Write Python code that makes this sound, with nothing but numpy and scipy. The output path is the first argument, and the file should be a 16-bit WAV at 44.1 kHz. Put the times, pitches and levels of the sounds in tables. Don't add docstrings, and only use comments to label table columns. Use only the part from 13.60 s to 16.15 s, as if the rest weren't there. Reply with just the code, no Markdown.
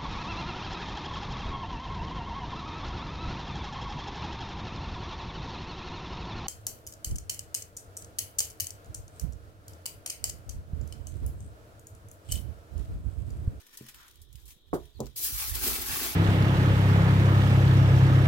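import sys
import numpy as np
from scipy import signal
from scipy.fft import rfft, irfft, next_fast_len
from scipy.io import wavfile

SR = 44100
rng = np.random.default_rng(int(sys.argv[2]) if len(sys.argv) > 2 else 0)


def digitize_waveform(pressure):
    field = np.atleast_2d(pressure).T
    bounded = np.clip(field, -1, 1)
    quanta = np.round(bounded * 32767).astype(np.int16)
    wavfile.write(sys.argv[1], SR, quanta)


N = 112454
TIME = np.arange(N) / SR


def from_db(db):
    return 10 ** (np.asarray(db) / 20)

def unit_rms(x):
    return x / np.sqrt(np.mean(x ** 2) + 1e-20)

def envelope(rows):
    return from_db(np.interp(TIME, *np.transpose(rows), left=-120))

def decay(start_s, t60_s):
    return (TIME >= start_s) * np.exp(-np.log(1000) * np.maximum(TIME - start_s, 0) / t60_s)

def butterworth(x, hz, kind):
    return signal.sosfilt(signal.butter(4, min(hz, SR / 3), kind, fs=SR, output="sos"), x + 1e-18)

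def colour(x, spectrum):
    hz, db = np.transpose(spectrum)
    size = 2 * next_fast_len(N // 2 + SR // 20)
    bins_hz = np.maximum(np.fft.rfftfreq(size, 1 / SR), 1)
    gain = from_db(np.interp(np.log(bins_hz), np.log(hz), db))
    return unit_rms(irfft(rfft(x, size) * gain)[..., :N])

def pan(x, left_db):
    return x * from_db([[left_db / 2], [-left_db / 2]])

def from_left(x, lag_s):
    return np.array([x[0], np.interp(TIME - lag_s, TIME, x[1])])

def correlate(x, coherence):
    return np.sqrt((1 + coherence) / 2) * x[0] + np.sqrt((1 - coherence) / 2) * x[1] * [[1], [-1]]

def noise(spectrum, coherence=0):
    return colour(correlate(rng.standard_normal((2, N)), coherence), spectrum)

def sway(depth_db, bandwidth_hz):
    return from_db(depth_db * unit_rms(butterworth(rng.standard_normal(N), bandwidth_hz, "low")))

def bursts(rows, spectrum):
    hiss = noise(spectrum)
    out = 0
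    for start_s, level_db, decay_s, highpass_hz in rows:
        fade = (TIME >= start_s) * np.exp(-np.abs(TIME - start_s) / decay_s)
        out = out + butterworth(hiss * from_db(level_db) * fade, highpass_hz, "high")
    return out

def corner(x, t60_s=0.14, wet_db=-2):
    response = (rng.standard_normal((2, N)) * decay(0, t60_s))[:, :SR // 4]
    response /= np.sqrt(np.sum(response ** 2, axis=1, keepdims=True))
    wet = from_db(wet_db)
    return (x + wet * signal.fftconvolve(x, response, axes=1)[:, :N]) / np.hypot(1, wet)


# frequency_hz, density_db (all table levels are relative)
FLOOR_SPECTRUM = [(20,16),(60,-18),(150,-8),(350,1),(700,-12),(1400,-17.5),(2600,-43.5),(5000,-35),(15500,-44.5)]
FAR_HISS_SPECTRUM = [(2000,-82),(2800,11),(3250,27),(3900,26.5),(4400,13),(6000,-70)]

def background():
    return noise(FLOOR_SPECTRUM, coherence=0.65) * from_db(-67) + noise(FAR_HISS_SPECTRUM) * from_db(-69.5)

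# frequency_hz, density_db
AIR_SPECTRUM = [(15,-33),(35,-9),(58,2.5),(85,-8),(130,-13.5),(200,-30.5),(400,-33),(1500,-95)]
# time_s, level_db
AIR_LEVEL = [(0,-100),(.3,-71),(.39,-61),(.48,-67.5),(.64,-55),(.88,-50.5),(1.0,-72),(1.12,-47.5),(1.27,-52.5),(1.33,-59.5),(1.38,-41.5),(1.5,-50),(1.57,-56),(1.7,-52.5),(1.75,-41.5),(1.84,-51.5),(1.9,-37.5),(2.0,-41.5),(2.3,-44),(2.55,-49)]
# centre_s, level_db, pitch_hz
AIR_PUFFS = [(0.617,-40,70),(0.754,-39.5,109),(1.729,-32.5,101),(1.925,-23.5,72),(2.335,-31,132),(.968,-51.5,148)]

def air(puff_cycles=0.63, left_db=-22.5):
    puffs = 0
    for centre_s, level_db, pitch_hz in AIR_PUFFS:
        cycles = (centre_s - TIME) * pitch_hz
        puffs += from_db(level_db) * np.sin(2 * np.pi * cycles) * np.exp(-(cycles / puff_cycles) ** 2)
    rumble = noise(AIR_SPECTRUM) * envelope(AIR_LEVEL) * from_db(4.0)
    return (rumble + puffs) * from_db([[left_db], [0]])

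# frequency_hz, density_db
SCRAPE_SPECTRUM = [(400,-31),(900,-7),(1400,1.5),(1800,-4.5),(2300,-13),(3500,-6),(8000,-34)]

def grinder_slide(centre_s=0.429, width_s=0.07, level_db=-58):
    return noise(SCRAPE_SPECTRUM) * from_db(level_db) * np.exp(-((TIME - centre_s) / width_s) ** 2)

# time_s, pitch_hz
SQUEAK_GLIDE = [(1.344,4600),(1.4,3800)]

def tongs_squeak(level_db=-63.5, roughness_hz=240):
    time_s, pitch_hz = np.transpose(SQUEAK_GLIDE)
    roughness = unit_rms(butterworth(rng.standard_normal((2, N)), roughness_hz, "low"))
    swell = np.exp(-(2 * (TIME - time_s.mean()) / np.ptp(time_s)) ** 4)
    phase = 2 * np.pi * np.cumsum(np.interp(TIME, time_s, pitch_hz)) / SR
    return from_db(level_db) * roughness * swell * np.sin(phase)

# start_s, level_db, decay_s, highpass_hz
TONGS_CLICKS = [(1.4038,-31,0.003,3800),(1.4574,-43,0.0038,4000),(1.4666,-42,0.0051,900)]
# frequency_hz, density_db
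CLICK_SPECTRUM = [(900,4),(3000,-3),(4400,3),(5500,0),(7000,3),(9500,-5.5),(12000,-6),(15500,-1.5)]

def tongs_clicks(wash_db=-3):
    clicks = bursts(TONGS_CLICKS, CLICK_SPECTRUM)
    return pan(clicks + from_db(wash_db) * corner(clicks), left_db=3.5) * from_db(-5.5)

def knocks(rows, modes, spectrum, hand_damping=1.08, clatter_t60_s=0.16, rebound_s=0.01, rebound_db=-17):
    out = 0
    for start_s, ring_db, clatter_db, lowpass_hz in rows:
        ring = 0
        for k, (pitch_hz, level_db, free_t60_s) in enumerate(modes):
            tone = (-1) ** k * np.sin(2 * np.pi * pitch_hz * (TIME - start_s))
            ring += from_db(level_db) * decay(start_s, free_t60_s / hand_damping) * tone
        rebound = from_db(rebound_db) * decay(start_s + rebound_s, clatter_t60_s / 2)
        clatter = (decay(start_s, clatter_t60_s) + rebound) * noise(spectrum, coherence=0.64)
        knock = from_db(ring_db) * ring + from_db(clatter_db) * clatter
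        out = out + butterworth(knock, lowpass_hz, "low")
    return pan(out, left_db=-0.5)

# start_s, ring_db, clatter_db, lowpass_hz
WOOD_IMPACTS = [(.2065,-46.5,-47,417),(1.393,-58,-42.5,910),(1.403,-36,-30.5,1210)]
# pitch_hz, level_db, free_t60_s
WOOD_MODES = [(73, -10, 0.21), (128.7, 2, 0.27), (225, 3, 0.21), (387, -14, 0.33), (580, -1, 0.05),
              (773, -3, 0.059), (997, -5.5, 0.075)]
# frequency_hz, density_db
WOOD_SPECTRUM = [(60,-11),(200,5),(450,11),(700,-2.5),(1000,-5.5),(1300,-16),(2000,-47),(5000,-65)]

def table_knocks():
    return from_left(knocks(WOOD_IMPACTS, WOOD_MODES, WOOD_SPECTRUM), lag_s=0.00015)

# start_s, ring_db, clatter_db, lowpass_hz
METAL_IMPACTS = [(1.1305,-27,-21.5,1740)]
# pitch_hz, level_db, free_t60_s
METAL_MODES = [(152.5, -16, 0.34), (311, -1.5, 0.063), (349, -5, 0.24), (422, -18.5, 0.43),
               (634, -34, 0.66), (697, -23, 0.39), (683, -19, 0.18), (964, -29, 0.44), (1120, -34, 0.1),
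               (1340, -33, 0.078), (1560, -26, 0.096), (1940, -42, 0.14)]
# frequency_hz, density_db
METAL_SPECTRUM = [(80,-11),(200,3.5),(330,9),(550,2.5),(850,-6),(1200,-8.5),(1600,-18),(2200,-21),(5000,-65)]

def tongs_knock():
    return from_left(knocks(METAL_IMPACTS, METAL_MODES, METAL_SPECTRUM), lag_s=0.00022)

def crackle(per_s, spectrum, t60_s, coherence=0, unevenness=1, facets=5):
    size_spread_db, ripple_db = 2.5, 9.5
    ripple_hz = np.geomspace(500, SR / 2, 28)
    clusters = sway(unevenness * 0.12, bandwidth_hz=37.8)
    energy_kept = from_db(-60 / (t60_s * SR)) ** 2
    out = 0
    for k in range(facets):
        sizes = from_db(size_spread_db * np.minimum(rng.exponential(1, N), 4))
        flips = sizes * (rng.random(N) < per_s / facets / SR)
        energy = signal.lfilter([1], [1, -energy_kept], flips ** 2 + 1e-18)
        rings = np.sqrt(energy) * rng.standard_normal((2, N))
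        tint_db = ripple_db * np.sin(np.arange(len(ripple_hz)) * np.pi / 2 + 2 * np.pi * k / facets)
        facet = colour(rings, np.transpose([ripple_hz, tint_db]))
        out = out + facet * sway(unevenness * 1.5, bandwidth_hz=14.8)
    return colour(correlate(corner(out * clusters), coherence), spectrum)

# start_s, level_db,
# decay_s, highpass_hz
CREASE_SNAPS = [(0.0664,-49,0.0044,1500),(0.1728,-38,0.0078,3780),(0.2665,-45,0.0021,2500),(0.286,-43.5,0.012,800),(0.3447,-44,0.0034,1000),(0.481,-50,.005,1500),(0.51,-53,0.0055,2500),(0.557,-50.5,0.0022,2380),(.6165,-50,0.01,4050),(0.7277,-49.5,0.0044,3800),(0.7554,-47,0.0056,2500),(0.798,-60.5,0.036,3450),(0.8545,-55,0.038,4000),(0.88,-52.5,0.02,2500),(0.904,-52,0.016,1980),(1.135,-47,0.014,3020),(1.142,-47,0.015,3200),(1.254,-55,0.0046,2000)]
# frequency_hz, density_db
SNAP_SPECTRUM = [(300,-13),(1500,1.5),(3000,3.5),(5000,0.5),(7000,2.5),(9500,2),(12000,4),(15500,0.5)]
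STIR_SPECTRUM = [(150,-0.5),(500,-8),(1000,1),(2200,4),(3500,-1),(5500,1),(9000,-4),(12000,-1),(15500,-3.5)]
# time_s, level_db
STIR_LEVEL = [(0,-54.5),(.035,-65),(.12,-64),(.14,-54),(.2,-62),(.27,-59),(.3,-57),(.335,-62),(.37,-56.5),(.5,-65.5),(.58,-69),(.7,-75),(.79,-67),(.84,-71),(.87,-67),(.915,-62.5),(.98,-77),(1.12,-74.5),(1.17,-72),(1.23,-65),(1.35,-72.5),(1.45,-64),(1.55,-73)]

def resting_hand(extra_direct=0.46):
    snaps = bursts(CREASE_SNAPS, SNAP_SPECTRUM)
    stir = crackle(per_s=950, spectrum=STIR_SPECTRUM, t60_s=0.02) * envelope(STIR_LEVEL) * from_db(2.5)
    return pan((extra_direct * snaps + corner(snaps)) * from_db(-1) + stir, left_db=2.0)

# frequency_hz, density_db
RATTLE_SPECTRUM = [(120,-32),(200,-6.5),(255,-0.5),(320,2),(440,-7.5),(550,-10),(680,-7),(900,-9),(1600,-15.5)]
# time_s, level_db
RATTLE_LEVEL = [(1.56,-62),(1.66,-56),(1.70,-56),(1.75,-65.5),(1.9,-60.5),(1.96,-54),(2.015,-50.5),(2.065,-39.5),(2.14,-46),(2.2,-52),(2.33,-47),(2.45,-43),(2.55,-49)]

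def hollow_rattle():
    rattle = crackle(per_s=700, spectrum=RATTLE_SPECTRUM, t60_s=0.032, coherence=0.62, unevenness=0.18)
    return butterworth(pan(rattle, left_db=-1.5) * envelope(RATTLE_LEVEL) * from_db(4.0), 228, "high")

# frequency_hz, density_db
FLEX_SPECTRUM = [(400,-14.5),(800,-9),(1300,-1),(1650,-5),(2200,0),(3000,-3.5),(4200,-5),(7000,-11),(15000,-15.5)]
# time_s, level_db
FLEX_LEVEL = [(1.56, -76), (1.568, -61), (1.62, -61), (1.652, -52), (1.768, -51.5), (1.824, -43),
              (1.89, -51), (2.026, -46), (2.04, -41), (2.168, -43), (2.178, -47), (2.358, -40.5),
              (2.516, -43.5), (2.55, -45.5)]

def sheet_flex():
    flex = crackle(per_s=810, spectrum=FLEX_SPECTRUM, t60_s=0.028)
    return pan(flex, left_db=1.5) * envelope(FLEX_LEVEL) * from_db(4.5)

# frequency_hz, density_db
CREASE_SPECTRUM = [(300,-32),(1500,-32),(2900,-13),(4000,-10),(5400,-5.5),(7000,-6),(9500,-5.5),(12000,-1),(13500,-3.5),(15500,-1.5)]
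# time_s, level_db
CREASE_LEVEL = [(1.554, -70), (1.562, -39.5), (1.576, -34), (1.606, -38), (1.65, -29.5), (1.716, -38),
                (1.836, -33.5), (1.88, -37.5), (1.9, -36), (1.932, -43.5), (1.954, -32), (1.972, -39),
                (2.024, -35.5), (2.038, -31.5), (2.08, -28), (2.128, -35.5), (2.148, -33.5), (2.21, -39),
                (2.22, -32.5), (2.232, -37.5), (2.45, -33.5), (2.53, -38.5), (2.55, -43)]

def bright_creases(pops_db=-9):
    fine = crackle(per_s=3200, spectrum=CREASE_SPECTRUM, t60_s=0.042)
    pops = crackle(per_s=110, spectrum=CREASE_SPECTRUM, t60_s=0.02)
    return pan(fine + from_db(pops_db) * pops, left_db=1.5) * envelope(CREASE_LEVEL) * from_db(4.0)

# time_s, delay_s
ECHO_PATH = [(1.55,0.00039),(1.85,0.00093),(2.1,.0016),(2.55,0.00078)]

def sheet_reflection(x, echo_db=-14.5):
    emitted_s = TIME - np.interp(TIME, *np.transpose(ECHO_PATH))
    echo = np.array([np.interp(emitted_s, TIME, side) for side in x])
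    gain = from_db(echo_db)
    return (x + gain * echo) / np.hypot(1, gain)

def fold():
    return sheet_reflection(bright_creases() + sheet_flex()) + hollow_rattle()

def scene():
    impacts = tongs_knock() + table_knocks()
    foil = fold() + resting_hand()
    return impacts + foil + tongs_clicks() + grinder_slide() + tongs_squeak() + air() + background()

def record(dry, cutoff_hz=15850):
    return signal.sosfilt(signal.ellip(12, .2, 70, cutoff_hz, fs=SR, output="sos"), dry)


dry = scene()
out = record(dry)
digitize_waveform(out)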